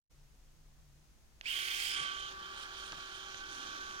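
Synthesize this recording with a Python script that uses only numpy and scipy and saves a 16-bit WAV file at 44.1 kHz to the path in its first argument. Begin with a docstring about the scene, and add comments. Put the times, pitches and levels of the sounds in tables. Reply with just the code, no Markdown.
"""An electric razor is switched on in a quiet bedroom, a little to the right of the listener.
The switch clicks and the motor spins up. Thousands of tiny blade contacts first rattle brightly, then
settle to a duller, uneven rasp over the whine of the motor and gears; they also ring the cutter head,
guard and case. A few soft handling bumps and knocks and a low room rumble lie underneath."""
import sys
import numpy as np
from scipy import signal
from scipy.fft import rfft, irfft
from scipy.io import wavfile

SR = 44100
rng = np.random.default_rng(int(sys.argv[2]) if len(sys.argv) > 2 else 0)


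def waveform_to_disk(signal):
    """Save audio, clipped to [-1, 1], as 16-bit WAV at the path in sys.argv[1]."""
    frames = np.transpose(np.atleast_2d(signal))
    scaled = np.clip(frames, -1, 1) * 32767
    samples = np.round(scaled).astype(np.int16)
    wavfile.write(sys.argv[1], SR, samples)


N = 176400
TIME = np.arange(N) / SR
BIN_HZ = np.arange(N // 2 + 1) * SR / N
# An "order" is a multiple of the motor speed: here, of the meshing gear teeth and the turning cutters.
MESH_ORDER, CUTTER_ORDER = 2.703, .272

# how loudly the cutter head rings: t/s, level/dB
HEAD_RING = [(1.445, -68), (1.49, -40.5), (1.54, -36.5), (1.62, -42.5), (1.85, -41), (2.0, -41), (2.1, -44),
             (2.28, -47.5), (2.36, -66), (2.44, -50), (2.52, -54.5), (2.61, -51), (2.68, -60), (2.8, -53),
             (3.08, -56), (3.16, -51), (3.27, -54.5), (3.55, -59), (3.64, -52), (3.75, -60), (4.0, -60)]
HEAD_PAN_DB = -8.5  # "pan" is left level minus right level
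# where the rasp and the case buzz sit: f/Hz, pan/dB
BALANCE = [(300, -1.5), (1400, -1), (2400, -4), (3100, -3.5), (4000, -15), (6000, -8.5), (9500, -1.5),
           (12000, 1)]
# how alike the blades sound left and right: f/Hz, likeness (0 to 1)
LIKENESS = [(200, 1), (1500, 0.84), (3000, 0.54), (5000, 0.17), (9000, 0.14)]


def from_db(db):
    """Turn decibels into a gain."""
    return 10 ** (np.asarray(db) / 20)


def rms_one(x):
    """Scale a signal to an average (rms) strength of 1."""
    return x / np.sqrt(np.mean(x ** 2) + 1e-20)


def in_time(rows, column=1):
    """One column of a time table, filled in for every sample."""
    rows = np.array(rows)
    return np.interp(TIME, rows[:, 0], rows[:, column])


def envelope(levels):
    """Turn a table of t/s, level/dB into a gain for every sample."""
    return from_db(in_time(levels))


def per_bin(points):
    """A frequency table, filled in for every frequency of the spectrum."""
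    hz, value = np.transpose(points)
    return np.interp(np.log(BIN_HZ + 1), np.log(hz), value)


def drift(rate_hz):
    """A random wobble of strength 1, mostly slower than rate_hz."""
    spectrum = rfft(rng.standard_normal(N))
    return rms_one(irfft(spectrum / (1 + (BIN_HZ / rate_hz) ** 2), N))


def pan(db):
    """Left and right gains that keep the total power; negative dB is to the right."""
    gains = from_db(np.array([[.5], [-.5]]) * db)
    return gains / np.sqrt(np.mean(gains ** 2, axis=0))


def resonance_db(centre_hz, width_hz):
    """A steep-sided peak in the spectrum."""
    return -20 * np.log10(1 + (2 * (BIN_HZ - centre_hz) / width_hz) ** 2)


def coloured(sources, colour_db, likeness, pan_db):
    """Mix one shared and two separate signals to stereo; the colour says which pitches are strong."""
    spectra = rfft(sources)
    pair = np.sqrt(likeness) * spectra[0] + np.sqrt(1 - likeness) * spectra[1:]
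    return rms_one(irfft(pair * from_db(colour_db) * pan(pan_db), N))


def noise(colour_db, likeness, pan_db):
    """Smooth stereo noise of a given colour."""
    return coloured(rng.standard_normal((3, N)), colour_db, likeness, pan_db)


def tone(turns, order, flutter_db=3):
    """A tone that follows the motor speed and flutters in level."""
    wave = np.sin(2 * np.pi * (order * turns + rng.random()))
    return rms_one(wave * from_db(flutter_db * drift(12.7)))


def wavering(cycles, depth_rad, rate_hz):
    """A tone with a wobbling phase; a fast wobble sounds rough."""
    return rms_one(np.sin(2 * np.pi * cycles + depth_rad * drift(rate_hz)))


def struck(start_s, hit_db, modes, tilt_db=0):
    """One blow rings a set of dying tones (modes); tilt_db per octave makes it brighter."""
    age = np.maximum(TIME - start_s, 0)
    ring = np.zeros(N)
    for k, (hz, db, decay_s) in enumerate(modes):
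        start_db = hit_db + db + tilt_db * np.log2(hz / 3000)
        fall_db = 60 * np.minimum(age / decay_s, 10)
        ring += (-1) ** k * from_db(start_db - fall_db) * np.sin(2 * np.pi * hz * age)
    return ring


def room():
    """Low rumble and hiss, with a faint swelling hum and a thin high tone."""
    # colour of the rumble and hiss: f/Hz, level/dB
    air_colour = [(15, -7), (22, -3.5), (29, 3.5), (38, -7.5), (58, -2), (80, -13.5), (130, -16.5),
                  (250, -23.5), (500, -28.5), (1200, -31), (3500, -34.5), (6300, -33), (9000, -38.5),
                  (15500, -43)]
    # swells of the hum: t/s, level/dB
    hum_level = [(.1, -82), (.2, -67.5), (.38, -80), (.6, -71), (.8, -71), (1.0, -67), (1.15, -82),
                 (1.6, -100)]
    likeness = per_bin([(150, .66), (2500, .027)])
    air = from_db(-61.5) * noise(per_bin(air_colour), likeness, pan_db=1)
    hum = envelope(hum_level) * wavering(146.6 * TIME, depth_rad=1.2, rate_hz=3.6)
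    thin = from_db(-88.5) * rms_one(np.sin(2 * np.pi * 6460 * TIME))
    fade_in = np.interp(TIME, [.096, .113], [.01, 1])
    return (air + hum + thin) * fade_in


def handling():
    """The hand on the razor makes soft, dull bumps and one longer, hollow rub."""
    # bumps: t/s, level/dB, half-length/s
    bump_events = [(2.012, -56, 0.021), (2.418, -60, 0.01), (2.937, -57, 0.021), (2.981, -59.5, 0.012),
                   (3.902, -65, 0.015)]
    # their colour: f/Hz, level/dB
    bump_colour = [(50, -14), (130, 4.5), (280, 1), (600, -8.5), (1500, -9), (4000, -23), (12000, -40)]
    swells = sum(from_db(db) * np.exp(-((TIME - s) / half) ** 2) for s, db, half in bump_events)
    bumps = swells * noise(per_bin(bump_colour), likeness=.56, pan_db=-.9)
    rub_swell = from_db(-62) * np.exp(-((TIME - 3.66) / .22) ** 2)
    return bumps + rub_swell * noise(resonance_db(297, 93), likeness=.94, pan_db=-1)


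def knocks():
    """A quick stumble of dull knocks as the grip shifts."""
    # knocks: t/s, level/dB
    blows = [(2.927, -42), (2.9302, -42.5), (2.9415, -48), (2.9825, -49)]
    # what a knock rings with: f/Hz, level/dB, time to fall 60 dB/s
    modes = [(149, -7, .04), (336, -7, 0.016), (616, -5.5, 0.012), (910, -1.5, 0.013), (1270, -3.5, 0.019),
             (1675, -3, 0.037)]
    return sum(struck(s, db, modes) for s, db in blows)


def case_clicks():
    """Each snap briefly rings the plastic case; the first is the switch."""
    # snaps: t/s, level/dB, brightness/(dB per octave)
    snaps = [(1.4115, -34, 0), (1.589, -32, 0), (1.685, -31, 0), (2.9215, -34, 6), (3.345, -39, 1),
             (3.63, -39, 2), (3.91, -41, -1)]
    # modes of the case: f/Hz, level/dB, time to fall 60 dB/s
    modes = [(646, -19.5, 0.021), (1850, -0.5, 0.0078), (2800, 1, 0.0066), (3600, -4.5, 0.0063),
             (4350, -4, 0.0048), (6100, -6, 0.0033), (9000, -28, 0.0035), (2550, -26, .06)]
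    return sum(struck(s, db, modes, tilt_db) for s, db, tilt_db in snaps) * pan(-5)


def motor_turns(start_s=1.428, spin_up_s=.024):
    """Count the motor's turns: a quick run-up, then a slightly unsteady speed."""
    # running speed: t/s, speed/(turns per second)
    speed = [(1.5, 126.2), (1.65, 127.0), (1.88, 128.2), (2.4, 128.3), (2.7, 127.9), (3.0, 128.0),
             (3.2, 127.2), (3.3, 127.8), (3.39, 126.9), (3.56, 128.1), (3.72, 127.0), (3.8, 127.9),
             (3.96, 126.8)]
    run_up = 1 - np.exp(-np.maximum(TIME - start_s, 0) / spin_up_s)
    wobble = 1 + .0022 * drift(12)
    return np.cumsum(in_time(speed) * run_up * wobble) / SR


def motor(turns):
    """Motor and gears whine at fixed multiples of the turning speed."""
    # main whine: t/s, level/dB, pan/dB
    whine_level = [(1.45, -88, -1), (1.5, -63, -1), (1.6, -54.5, 0), (1.8, -61.5, 20), (1.9, -60.5, -4),
                   (2.0, -46.5, -7), (2.12, -49, -9), (2.3, -53, 4), (2.8, -57.5, 2), (3.2, -58.5, 2),
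                   (4.0, -54, -2.5)]
    # its upper partner: t/s, level/dB
    upper_level = [(1.45, -87), (1.6, -49), (1.85, -55), (2.0, -43), (2.4, -55), (3.2, -59.5), (3.4, -51),
                   (3.6, -54), (4.0, -46.5)]
    # a thin high whine that comes out late: t/s, level/dB
    high_level = [(1.45, -85), (2.5, -75), (3.4, -71), (3.6, -64), (4.0, -63)]
    # weaker motor and gear tones: order; level/dB
    weak_orders = [2.703, 3, 6.297, 7, 8, 10, 11, 12.3, 12.62, 15.3, 18]
    weak_db = [-75, -67.5, -69.5, -74, -73, -70, -68, -66.5, -65, -72, -66]
    whine_pan = pan(in_time(whine_level, column=2))
    whine = envelope(whine_level) * whine_pan * tone(turns, order=9, flutter_db=1.5)
    weak = sum(from_db(db) * tone(turns, order) for order, db in zip(weak_orders, weak_db))
    weak_rise = 1 - np.exp(-np.maximum(TIME - 1.35, 0) / .31)
    upper = envelope(upper_level) * tone(turns, order=12, flutter_db=2)
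    high = envelope(high_level) * tone(turns, order=44)
    return whine + (upper + weak * weak_rise) * pan(-3.5) + high * pan(-10)


def blade_squeal(turns, start_s=1.458, rise_s=.0023, half_life_s=.015):
    """A rising squeal of three rough tones, dying away as the blades reach speed."""
    # tones of the squeal: order; level/dB; pan/dB
    orders = [24.9, 50.5, 74]
    levels = [-36.5, -50, -59]
    pans = [-8, -18, -16]
    tones = sum(from_db(db) * pan(pan_db) * wavering(order * turns, depth_rad=.6, rate_hz=350)
                for order, db, pan_db in zip(orders, levels, pans))
    age = TIME - start_s
    rise = .5 * (1 + np.tanh(age / rise_s))
    decay = .5 ** (np.maximum(age, 0) / half_life_s)
    return tones * rise * decay


def blade_whistle(turns, order=74):
    """A rough high whistle that rises with the motor and fades about when the rattle does."""
    # whistle: t/s, level/dB
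    level = [(1.44, -92), (1.49, -57), (1.65, -56), (1.9, -61), (2.05, -79), (2.2, -95)]
    return envelope(level) * wavering(order * turns, depth_rad=1.6, rate_hz=150) * pan(-24)


def head_song(turns, order=24.9):
    """The cutter head sings one metallic tone, with side tones spaced by the cutters' turning speed."""
    # tones of the head: steps from the main tone; level/dB relative to the ring
    steps = [-10, -8, -7, -6, -4, -3, -2, -1, 0, 1, 4, 10]
    levels = [-14.5, -25, -22, -16, -15.5, -15.5, -18, -11.5, -8.5, -14, -15, -15]
    tones = sum(from_db(db) * tone(turns, order + step * CUTTER_ORDER) for step, db in zip(steps, levels))
    return tones * envelope(HEAD_RING) * pan(HEAD_PAN_DB)


def blade_contacts(turns, per_s=5000, spread_db=4.5, repeat_share=.025):
    """Three streams of tiny blade contacts, bunched by the gear teeth and the cutters' turning."""
    teeth = 1 + .22 * np.cos(2 * np.pi * MESH_ORDER * turns)
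    turning = 1 + .16 * np.cos(2 * np.pi * CUTTER_ORDER * turns)
    hits = rng.random((3, N)) < per_s * teeth * turning / SR
    strength = from_db(spread_db * np.clip(rng.standard_normal((3, N)), -2, 2))
    clicks = hits * strength * rng.choice([-1, 1], (3, N))
    # a small share of the sound repeats on every motor turn
    patterns = rng.standard_normal((3, 256))
    repeating = np.array([np.interp(turns % 1 * 256, np.arange(256), row) for row in patterns])
    return np.sqrt(1 - repeat_share) * rms_one(clicks) + np.sqrt(repeat_share) * rms_one(repeating)


def housing_ripple(depth_db=1.5, spacing_hz=70, from_hz=3500):
    """The housing's many minor modes add small peaks and dips to the treble, in dB."""
    hz = np.arange(0, SR / 2 + spacing_hz, spacing_hz)
    heights = rng.standard_normal(len(hz)) * (hz > from_hz)
    return depth_db * np.interp(BIN_HZ, hz, heights)


def cutters(turns):
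    """Blade contacts heard as rattle, rasp, hiss and sizzle, and ringing through head, guard and case."""
    # bright opening rattle: t/s, level/dB; f/Hz, level/dB; f/Hz, pan/dB
    rattle_level = [(1.415, -78), (1.428, -67), (1.447, -52), (1.465, -43), (1.5, -41), (1.65, -39.5),
                    (1.82, -38), (1.94, -41), (2.0, -41.5), (2.1, -47), (2.3, -61)]
    rattle_colour = [(300, -28.5), (700, -24.5), (1200, -16.5), (1500, -2.5), (1750, -4), (2100, 1),
                     (2330, 4), (2700, 0.5), (3080, -0.5), (3500, -1), (4000, -8), (4300, -5.5),
                     (4600, -4.5), (6300, -12), (8400, -17), (10000, -22.5), (11000, -42), (15500, -42)]
    rattle_pan = [(1100, 6), (1600, 1), (2400, -8), (4200, -4), (5200, -16), (8000, -11)]
    # duller rasp that follows: t/s, level/dB; f/Hz, level/dB
    rasp_level = [(1.43, -76), (1.6, -58), (1.8, -63), (1.92, -70), (2.02, -47.5), (2.1, -51.5),
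                  (2.22, -50), (2.32, -49), (2.36, -56.5), (2.45, -52), (2.5, -53), (2.63, -48),
                  (2.68, -54), (2.77, -48.5), (2.86, -50), (2.96, -50.5), (3.06, -51), (3.17, -50.5),
                  (3.26, -52.5), (3.395, -49.5), (3.43, -54), (3.52, -50), (3.65, -48), (3.8, -50),
                  (4.0, -53.5)]
    rasp_colour = [(250, -15.5), (550, -9), (1000, -10), (1650, -19), (2020, -11.5), (2350, -2.5),
                   (2750, -4.5), (3400, 1.5), (4300, -3), (5100, -6.5), (5700, -7.5), (6800, -9.5),
                   (8200, -22), (9500, -20.5), (11000, -26.5), (14500, -30), (15700, -28)]
    # short swells of high hiss: t/s, level/dB; f/Hz, level/dB
    hiss_level = [(1.44, -90), (1.5, -56), (1.7, -55.5), (1.87, -45), (1.97, -51), (2.04, -55),
                  (2.12, -104), (2.2, -59), (2.25, -80), (2.5, -80), (2.58, -62.5), (2.64, -60),
                  (2.68, -87), (2.76, -72), (2.79, -63), (2.83, -66), (2.87, -57), (2.91, -69), (3.08, -75),
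                  (3.16, -64), (3.24, -79), (3.46, -81), (3.53, -61.5), (3.62, -68), (3.8, -86),
                  (3.92, -65), (4.0, -89)]
    hiss_colour = [(5000, -18.5), (7500, 0), (8600, -6), (9450, -1.5), (10200, -8), (11500, -21),
                   (15000, -41)]
    # sizzle at the very top: t/s, level/dB; f/Hz, level/dB
    sizzle_level = [(1.43, -78), (1.49, -50), (1.65, -50), (1.89, -48.5), (1.94, -58), (1.985, -76),
                    (2.1, -93)]
    sizzle_colour = [(8000, -25), (10500, -2.5), (11300, -5), (12500, -1.5), (14000, -4), (15500, -0.5)]
    # buzz of the case: t/s, level/dB; f/Hz, level/dB
    case_level = [(1.44, -71), (1.55, -53.5), (1.87, -58), (1.96, -45), (2.12, -49), (2.27, -54.5),
                  (2.4, -50.5), (3.0, -52), (3.4, -53), (3.65, -49.5), (4.0, -51)]
    case_colour = [(120, -19.5), (300, -15), (500, -22.5), (850, -13), (1020, -12), (1250, -4.5), (1450, 2),
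                   (1620, -1), (1850, -7.5), (2200, -26), (4000, -36.5)]
    # thin ring of the guard: t/s, level/dB
    guard_level = [(1.44, -90), (1.55, -54.5), (1.9, -54.5), (2.05, -58), (2.3, -60), (2.38, -82),
                   (2.62, -75), (2.7, -66), (2.85, -62), (2.95, -78), (3.05, -65.5), (3.38, -56.5),
                   (3.44, -66), (3.52, -56), (3.72, -59), (4.0, -59.5)]
    # one brief bright swell: t/s, level/dB
    swell_level = [(1.44, -90), (1.75, -58), (1.86, -47), (1.89, -50), (1.93, -41.5), (1.97, -54),
                   (2.2, -80)]
    ripple = housing_ripple()

    def layer(level, colour_db, pan_db, likeness=per_bin(LIKENESS)):
        """Fresh contacts with their own loudness, colour and place."""
        return envelope(level) * coloured(blade_contacts(turns), colour_db + ripple, likeness, pan_db)

    return (layer(rattle_level, per_bin(rattle_colour), per_bin(rattle_pan))
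            + layer(rasp_level, per_bin(rasp_colour), per_bin(BALANCE))
            + layer(hiss_level, per_bin(hiss_colour), pan_db=-17)
            + layer(sizzle_level, per_bin(sizzle_colour), pan_db=-14.5)
            + layer(HEAD_RING, resonance_db(3154, 325), HEAD_PAN_DB, likeness=.85) * from_db(-3)
            + layer(guard_level, resonance_db(6220, 1060), pan_db=-17.5)
            + layer(swell_level, resonance_db(5070, 900), pan_db=-5.5)
            + layer(case_level, per_bin(case_colour), per_bin(BALANCE)))


def scene(switch_s=1.4115):
    """The razor's sound reaches the left side a little late; the room surrounds it."""
    # delay on the left as the razor moves: t/s, delay/s
    left_delay = [(1.85, .0003), (2.2, .00029), (2.6, .00023), (3.3, .00023), (3.8, .00027)]
    turns = motor_turns()
    running = cutters(turns) + head_song(turns) + motor(turns) + blade_squeal(turns) + blade_whistle(turns)
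    left, right = running * (TIME > switch_s) + case_clicks()
    late_left = np.interp(TIME - in_time(left_delay), TIME, left)
    return np.array([late_left, right]) + handling() + knocks() + room()


def record(dry, cutoff_hz=15850):
    """A steep filter cuts off the highest treble."""
    return signal.sosfilt(signal.ellip(12, .1, 80, cutoff_hz, fs=SR, output="sos"), dry)


dry = scene()
out = record(dry)
waveform_to_disk(out)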